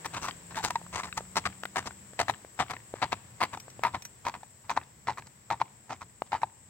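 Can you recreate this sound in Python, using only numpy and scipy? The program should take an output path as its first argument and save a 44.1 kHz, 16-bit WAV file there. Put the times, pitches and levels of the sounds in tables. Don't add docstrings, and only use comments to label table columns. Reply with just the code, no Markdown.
import sys
import numpy as np
from scipy import signal
from scipy.fft import rfft, irfft, next_fast_len
from scipy.io import wavfile
from scipy.ndimage import map_coordinates

SR = 44100
rng = np.random.default_rng(int(sys.argv[2]) if len(sys.argv) > 2 else 0)


def output_pcm(signal):
    pcm = np.clip(np.atleast_2d(signal).T, -1, 1) * 32767
    wavfile.write(sys.argv[1], SR, np.round(pcm).astype(np.int16))


N = 295029
SPAN = 8192


def amp(db):
    return 10 ** (np.asarray(db) / 20)


def unit(x):
    return x / np.sqrt(np.mean(x ** 2) + 1e-20)


def crest(x):
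    return x / (np.abs(np.atleast_2d(x).mean(0)).max() + 1e-20)


def along(points, hz):
    f, v = np.transpose(points)
    return np.interp(np.log(hz + 1), np.log(f + 1), v)


def curves(rows, t):
    s, *cols = np.transpose(rows)
    return [np.interp(t, s, c) for c in cols]


def wobble(rate):
    return map_coordinates(rng.standard_normal(int(N * rate / SR) + 4), [np.arange(N) * rate / SR])


def later(sound, delay):
    return np.pad(sound, ((0, 0), (max(round(delay * SR), 0), 0)))[:, :SPAN]


def filtered(x, response):
    n = x.shape[-1]
    m = next_fast_len(n + SPAN)
    return irfft(rfft(x, m) * response(np.fft.rfftfreq(m, 1 / SR)), m)[..., :n]


def impulse(spectrum):
    cepstrum = irfft(np.log(amp(along(spectrum, np.fft.rfftfreq(SPAN, 1 / SR)))))
    cepstrum[1:SPAN // 2] *= 2
    cepstrum[SPAN // 2 + 1:] = 0
    return irfft(np.exp(rfft(cepstrum)))


def coloured(x, spectrum):
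    return signal.fftconvolve(x, impulse(spectrum)[None], axes=1)[:, :SPAN]


def stereo_noise(likeness, size):
    def mid_and_side(hz):
        turn = np.arccos(np.clip(along(likeness, hz), -1, 1)) / 2
        return np.array([np.cos(turn), np.sin(turn)])
    mid, side = filtered(rng.standard_normal((2, size)), mid_and_side)
    return np.array([mid + side, mid - side])


# frequency in Hz, left-right likeness from 0 to 1.
FAR_LIKENESS = [(60, 0.96), (130, 0.89), (290, 0.74), (640, 0.39), (1400, 0), (3000, 0)]
def rush(spectrum):
    return unit(filtered(stereo_noise(FAR_LIKENESS, N), lambda hz: amp(along(spectrum, hz))))


# frequency in Hz, level in dB.
INSECT_SPECTRUM = [(5000, -45), (6500, -24), (7200, -9.5), (7750, -2.5), (8300, -8), (9000, -23),
                   (10500, -49.5)]
def insects(db):
    flicker = amp(.6 * wobble(10) + .9 * wobble(110))
    return amp(db) * flicker * rush(INSECT_SPECTRUM) * amp([[3], [-3]])


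def engine(t, start_hz=163.3, rise_hz_per_s=17, leaves_s=1.62, fade_db_per_s=19.5):
    hz = start_hz + rise_hz_per_s * t
    db = -53 - fade_db_per_s * np.maximum(t - leaves_s, 0)
    return amp(db) * np.sin(2 * np.pi * np.cumsum(hz) / SR)


# frequency in Hz, level in dB.
RUMBLE_SPECTRUM = [(13, -52), (22, -40), (27, -54), (43, -10), (124, 2.5), (137, 0), (151, -5.5),
                   (216, -4.5), (300, -27.5), (390, -50), (660, -120)]
AIR_SPECTRUM = [(150, -39), (250, -3.5), (397, -3.5), (853, -7.5), (925, -5), (1340, -10), (1800, -6.5),
                (2750, -12.5), (3420, -14.5), (6500, -24.5), (8450, -51), (14300, -120)]
HISS_SPECTRUM = [(3000, -13), (5500, 4), (7000, -1), (10000, -9), (13000, -4), (15500, -0.5)]
# time in seconds, then base levels of rumble, air and insects in dB.
EVENING_LEVELS = [(0.0, -57.5, -55.5, -55), (1.08, -52.5, -60, -55.5), (1.17, -53, -59, -55),
                  (2.63, -59, -61.5, -59), (3.82, -54, -59, -59), (4.12, -59.5, -63, -60),
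                  (5.14, -58.5, -64.5, -62.5), (6.69, -60.5, -65, -61.5)]
def background():
    t = np.arange(N) / SR
    rumble_db, air_db, insect_db = curves(EVENING_LEVELS, t)
    swell, breeze = amp(1.2 * wobble(6)), amp(.7 * wobble(5))
    rumble = amp(rumble_db - 1.5) * rush(RUMBLE_SPECTRUM)
    air = amp(air_db + 1) * breeze * rush(AIR_SPECTRUM) * amp([[1], [-1]])
    hiss = amp(-59.5 - 1.27 * t) * rush(HISS_SPECTRUM)
    return swell * (rumble + engine(t)) + air + hiss + insects(insect_db + 1.5)


# time in seconds, lead of the left channel in ms,
# left over right in dB at 900 Hz and at 2 kHz, treble gain in dB.
HORSE_PATH = [(0, 0.075, 1, 4.5, 0.5), (1.4, 0.11, 0, 5.5, -0.5), (3, 0.081, 3.5, 6.5, 0),
              (3.9, 0.069, 4.5, -0.5, -2.5), (4.8, 0.04, 4.5, -1.5, -3), (6.6, 0.051, 3.5, -4, -3.5)]
def place(track, s, sound):
    lead_ms, low_db, high_db, treble_db = curves(HORSE_PATH, s)
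    side = np.array([[.5], [-.5]])
    tilt = [(100, .5), (250, 1.0), (900, low_db), (2000, high_db), (7000, high_db * 1.52), (12000, 0)]
    dull = [(1200, 0), (3000, treble_db)]
    def response(hz):
        gain = amp(side * along(tilt, hz) + along(dull, hz))
        return gain * np.exp(2j * np.pi * hz * side * lead_ms / 1000)
    start = max(round(s * SR), 0)
    track[:, start:start + SPAN] += filtered(sound * np.ones((2, 1)), response)[:, :N - start]


# frequency in Hz, left-right likeness from 0 to 1.
NEAR_LIKENESS = [(100, 0.99), (300, 1), (900, 0.59), (2000, 0.81), (5000, 0.11), (12000, 0.2)]
def burst(spectrum, t60):
    t = np.arange(SPAN) / SR
    envelope = amp(-60 * t / t60) * (1 - np.exp(-(t / 0.0011) ** 2))
    return crest(coloured(stereo_noise(NEAR_LIKENESS, SPAN) * envelope, spectrum))


# frequency in Hz, level in dB.
CRACK_SPECTRUM = [(300, -14), (1500, 1.5), (3500, 1.5), (6500, 4), (9000, -2), (11000, -8), (16000, -6)]
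def crack(t60):
    return burst(CRACK_SPECTRUM, t60)


# multiple of its pitch, level in dB.
HOLLOW_OVERTONES = [(2.05, -18.5), (4.3, -26)]
# frequency in Hz, level in dB.
KNOCK_SPECTRUM = [(40, -38), (120, -8), (250, 10), (420, -3), (600, 0), (750, 18.5), (1200, -21),
                  (4000, -50), (16000, -68)]
SHELL_SPECTRUM = [(900, -26), (1250, 4), (1500, -3.5), (1750, 0), (2000, -2.5), (2250, -2.5), (2500, -2),
                  (3000, -15), (3950, -8), (4600, -16), (12000, -44.5)]
def contact(hollow_db, hz, t60, shell_db, knock_db):
    t = np.arange(SPAN) / SR
    closing = 1 - np.exp(-(t / 0.0015) ** 2)
    note = sum(amp(db) * np.sin(2 * np.pi * ratio * hz * t)
               for ratio, db in [(0.99, 0)] + HOLLOW_OVERTONES)
    hollow = crest(note * amp(-60 * t / max(t60, .004)) * closing)
    shell = burst(SHELL_SPECTRUM, t60=0.019)
    knock = crest(np.roll(impulse(KNOCK_SPECTRUM), SR // 1000))
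    return amp(hollow_db) * hollow + amp(shell_db) * shell + amp(knock_db) * knock


# the sole's landing, the toe's lead and the settling time in seconds,
# clop level in dB, pitch in Hz, ring t60 in seconds, then toe, gravel and grit levels in dB.
FOOTFALLS = [(0.058, .012, 0.0087, -35, 995, 0.014, -33.5, -38.5, -41.5),
             (0.145, .014, 0.042, -34, 1150, 0.011, -45, -37, -46),
             (0.2426, 0.028, 0.024, -26, 1220, 0.013, -44, -41.5, -41),
             (0.2846, 0.013, .01, -22, 1090, 0.0072, -38, -36.5, -44.5),
             (0.575, .023, .028, -26, 893, 0.037, -44, -37, -41.5),
             (0.648, 0.021, 0.014, -20.5, 923, 0.03, -40, -37.5, -33),
             (0.7049, 0.0029, 0.0064, -21.5, 977, 0.031, -37, -32.5, -35),
             (0.7555, 0.0022, 0.005, -16, 933, .035, -45, -37, -44),
             (0.9988, 0.071, 0.0093, -26.5, 1050, 0.013, -47, -37.5, -42),
             (1.035, 0.0021, 0.024, -34, 1090, .024, -31.5, -39.5, -46.5),
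             (1.1767, 0.009, 0.0095, -22, 918, 0.035, -49, -34.5, -36),
             (1.367, .011, 0.019, -18.5, 940, 0.0075, -37.5, -31.5, -34),
             (1.4635, 0.0098, 0.0086, -20, 1230, 0.013, -24, -27, -37),
             (1.766, 0.008, 0.029, -27, 975, 0.035, -25.5, -30, -38.5),
             (1.865, 0.008, 0.016, -44, 910, 0.011, -41, -37.5, -40.5),
             (2.1987, 0.0081, 0.025, -17, 707, 0.029, -22, -30.5, -36),
             (2.2959, .014, 0.0077, -13, 900, 0.01, -24, -28.5, -39),
             (2.602, .012, 0.022, -20, 766, 0.025, -27, -28.5, -42),
             (2.7073, 0.0098, 0.01, -29, 1220, 0.008, -36, -34, -42),
             (2.7348, .002, 0.0056, -28, 1240, .008, -42, -36, -57),
             (3.0252, 0.0077, 0.021, -16, 918, 0.026, -27, -28, -52),
             (3.1282, 0.0077, 0.009, -16, 1020, 0.0069, -25, -31.5, -46),
             (3.415, .011, 0.031, -15, 980, 0.0073, -32, -28.5, -40.5),
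             (3.5376, 0.012, .014, -29, 1050, .012, -48, -39, -47.5),
             (3.5728, .002, 0.0039, -34.5, 846, 0.014, -59, -40.5, -48),
             (3.849, 0.014, 0.029, -15, 960, 0.039, -15.5, -30.5, -45),
             (3.9443, .009, .018, -25.5, 985, .014, -49, -33.5, -50),
             (4.266, 0.015, 0.031, -16.5, 968, 0.019, -33.5, -36, -43.5),
             (4.3506, .011, 0.014, -33, 1000, 0.015, -30.5, -43.5, -55),
             (4.4315, .002, 0.0063, -34.5, 840, 0.012, -59, -61, -53),
             (4.7018, 0.0072, 0.02, -18, 935, .015, -24, -33.5, -34.5),
             (4.7738, 0.012, 0.0068, -11, 926, 0.012, -46, -32.5, -44),
             (5.084, .013, 0.027, -16, 955, .018, -30, -35, -44.5),
             (5.1807, 0.0076, .012, -31.5, 1070, 0.012, -35, -41, -45),
             (5.51, 0.0079, 0.028, -16, 863, 0.021, -23.5, -36, -46),
             (5.6145, .015, 0.0078, -10.5, 947, 0.011, -43, -37.5, -48),
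             (5.9048, .011, 0.034, -27.5, 846, .015, -42, -38, -50),
             (6.017, .008, 0.013, -30, 1005, 0.0078, -43, -46.5, -48),
             (6.329, .01, 0.036, -17.5, 873, 0.026, -29, -37.5, -49),
             (6.4317, 0.015, 0.0063, -12.5, 917, 0.018, -35.5, -41, -48)]
def hooves(nearest_s=2.87, pass_s=1.4, rock_gap_s=.0095):
    out = np.zeros((2, N))
    for s, lead, settle, clop_db, hz, t60, toe_db, gravel_db, grit_db in FOOTFALLS:
        shell_db = 0.5 + (gravel_db + clop_db) / 2
        closeness = np.exp(-((s - nearest_s) / pass_s) ** 2)
        knock_db = gravel_db - 10.5 + 12 * closeness
        toe = contact(0, hz, t60=0.0047, shell_db=1.5, knock_db=knock_db - clop_db)
        toe += amp(-11.5) * crack(t60=0.012)
        sole = contact(clop_db, hz, t60, shell_db, knock_db) + amp(grit_db + 5.5) * crack(t60=0.015)
        for k, (late, sharp, loud) in enumerate(rng.standard_normal((3, 3)), 1):
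            delay = rock_gap_s * (k + .12 * late)
            rock_db = -4.5 + 3.5 * loud - 9 * (delay / max(settle, .004)) ** 2
            rock = contact(clop_db, hz * (1 + 0.066 * sharp), t60, shell_db - 3, knock_db)
            sole += amp(rock_db) * later(rock, delay)
        place(out, s - lead, amp(toe_db) * toe + later(sole, lead))
    return out


def stones(rate, spread_db):
    slips = (rng.random(SPAN) < rate / SR) * np.sign(rng.standard_normal(SPAN))
    size_db = spread_db * np.clip(rng.standard_normal(SPAN), -2, 1.5)
    spot_db = 2.7 * rng.standard_normal((2, SPAN))
    return unit(slips * amp(size_db + spot_db))


def gravel_patch(low_hz=1100):
    ripple = np.column_stack([np.geomspace(low_hz, 9000, 22), 2.5 * rng.standard_normal(22)])
    return lambda x: filtered(x, lambda hz: amp(along(ripple, hz) * (hz > low_hz)))


# frequency in Hz, level in dB.
GRAVEL_SPECTRUM = [(60, -42), (230, -11.5), (480, -17.5), (680, -8), (790, -6), (910, -2), (1080, -4),
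                   (1500, -10.5), (2000, -11), (3000, -17.5), (5000, -21.5), (16000, -55)]
GRIT_SPECTRUM = [(500, 3), (2000, 0), (4000, 1.5), (4900, 3.5), (5800, 4.5), (8500, -0.5), (10500, -18),
                 (16000, -11)]
THUMP_SPECTRUM = [(25, -43), (40, -47), (60, -8), (90, 2), (140, -2.5), (220, -8.5), (500, -17.5),
                  (2000, -70)]
# start and length in seconds, gravel and grit in dB.
HOOF_SCUFFS = [(0.506, 0.026, -45, -81), (0.676, 0.01, -31.5, -32), (1.07, 0.021, -43, -54),
               (2.948, 0.068, -52, -84), (4.641, 0.023, -55.5, -77), (5.257, 0.019, -60, -53),
               (6.258, 0.019, -68, -58)]
def gravel(approach_s=.03, full_weight_s=0.021):
    out = np.zeros((2, N))
    clock = np.arange(SPAN) / SR - approach_s
    t = np.maximum(clock, 0)
    stirring = .09 * np.exp(np.minimum(clock, 0) / .011) * amp(-60 * t / .3)
    weight = crest((1 - np.exp(-t / 0.023)) * amp(-60 * t / 0.18))
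    landings = [(s - lead, lead + settle, gravel_db, grit_db)
                for s, lead, settle, *_, gravel_db, grit_db in FOOTFALLS]
    for s, length, gravel_db, grit_db in landings + HOOF_SCUFFS:
        press = (1 - np.exp(-t / 0.0062)) / (1 + (t / max(length, .004)) ** 7)
        sand = unit(stereo_noise(NEAR_LIKENESS, SPAN))
        slips = stones(rate=380, spread_db=4.5)
        patch = gravel_patch()
        body = amp(gravel_db) * unit(patch(coloured(0.67 * sand + slips, GRAVEL_SPECTRUM)))
        grit = amp(grit_db) * unit(patch(coloured(.45 * sand + slips, GRIT_SPECTRUM)))
        load = np.tanh(length / full_weight_s)
        ground = unit(coloured(stereo_noise(NEAR_LIKENESS, SPAN), THUMP_SPECTRUM))
        thump = amp(-27 + 0.54 * gravel_db) * load * weight * ground
        place(out, s - approach_s, (press + stirring) * (body + grit) + thump)
    return out


def ring(modes, detune, scatter_db):
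    t = np.arange(SPAN) / SR
    hz, db, t60 = np.transpose(modes)[:, :, None]
    shift, gain, phase = rng.standard_normal((3, len(modes), 1))
    envelopes = amp(db + scatter_db * gain - 60 * t / t60)
    return np.sum(envelopes * np.sin(2 * np.pi * hz * (1 + detune * shift) * t + np.pi * phase), 0)


def strays():
    return [(s + .05 * np.exp(.4 * late), gravel_db - 11.5 + 3 * loud, 1900 * np.exp(.3 * sharp))
            for s, *_, gravel_db, grit_db in FOOTFALLS
            for late, loud, sharp in rng.standard_normal((2, 3))]


# frequency in Hz, level in dB.
SNAP_SPECTRUM = [(400, -31), (1200, 1.5), (2500, -6), (4000, -10), (7000, -29), (16000, -25)]
# start in seconds, level in dB, pitch in Hz.
KICKED_PEBBLES = [(0.31, -27, 3180), (0.546, -33, 1830), (0.865, -36, 1150), (1.1268, -25.5, 2530),
                  (1.6543, -19.5, 1390), (1.827, -34, 1570), (1.9081, -34.5, 1490), (2.3387, -34, 2120),
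                  (2.7663, -31, 1900), (4.814, -34.5, 1840), (5.223, -35, 1720)]
def pebbles():
    out = np.zeros((2, N))
    for s, db, hz in KICKED_PEBBLES + strays():
        modes = [(hz, 0, .012), (hz * 1.45, -5, .009), (hz * .55, -6, .01)]
        tick = crest(ring(modes, detune=.04, scatter_db=2))
        place(out, s, amp(db) * crest(tick + 0.32 * burst(SNAP_SPECTRUM, t60=0.015)))
    return out


# start in seconds, level in dB, pitch in Hz, snap against tone in dB.
DULL_POPS = [(0.8152, -35, 730, -22), (1.207, -31, 560, -9), (1.6345, -21.5, 646, 6.5),
             (2.1338, -38, 517, -4), (2.448, -35, 536, -4), (2.9394, -23, 513, -17.5),
             (3.681, -35.5, 610, -7), (3.7936, -30, 566, -10), (6.2201, -16.5, 760, -10.5)]
def pops():
    out, t = np.zeros((2, N)), np.arange(SPAN) / SR
    for s, db, hz, snap_db in DULL_POPS:
        tone = crest(np.sin(2 * np.pi * hz * t + .5) * t * np.exp(-t * hz / 0.33))
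        place(out, s, amp(db) * crest(tone + amp(snap_db) * burst(SNAP_SPECTRUM, t60=0.0067)))
    return out


# frequency in Hz, level in dB, t60 in seconds.
BIT_MODES = [(2420, 2, 0.082), (3930, -14, .05), (5850, 14.5, 0.065), (6450, -12, .035), (10040, -7, 0.055),
             (11750, -3.5, 0.1), (13900, -12, 0.06)]
# start in seconds, level in dB.
BIT_CLINKS = [(3.5995, -34.5), (3.7, -41.5), (4.0212, -33), (4.051, -26)]
def bit():
    out = np.zeros((2, N))
    for s, db in BIT_CLINKS:
        metal = crest(ring(BIT_MODES, detune=.012, scatter_db=3))
        place(out, s, amp(db) * crest(metal + 1.6 * crack(t60=.028)))
    return out


# frequency in Hz, level in dB.
FIELD_SPECTRUM = [(150, -14), (500, -2.5), (920, 0), (1400, -10), (3000, 5.5), (10000, -13.5)]
def field(x, t60=.5):
    t = np.arange(SR // 2) / SR
    decay = rng.standard_normal((2, len(t))) * amp(-60 * t / t60)
    tail = filtered(decay, lambda hz: amp(along(FIELD_SPECTRUM, hz)))
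    return signal.fftconvolve(x, tail / np.linalg.norm(tail[0]), axes=1)[:, :N]


def scene():
    horse = hooves() + gravel() + pops() + pebbles() + bit()
    return horse + amp(-28.5) * field(horse) + background()


def record(dry, top_hz=16000):
    return filtered(dry, lambda hz: 1 / np.sqrt(1 + (hz / top_hz) ** 200))


dry = scene()
out = record(dry)
output_pcm(out)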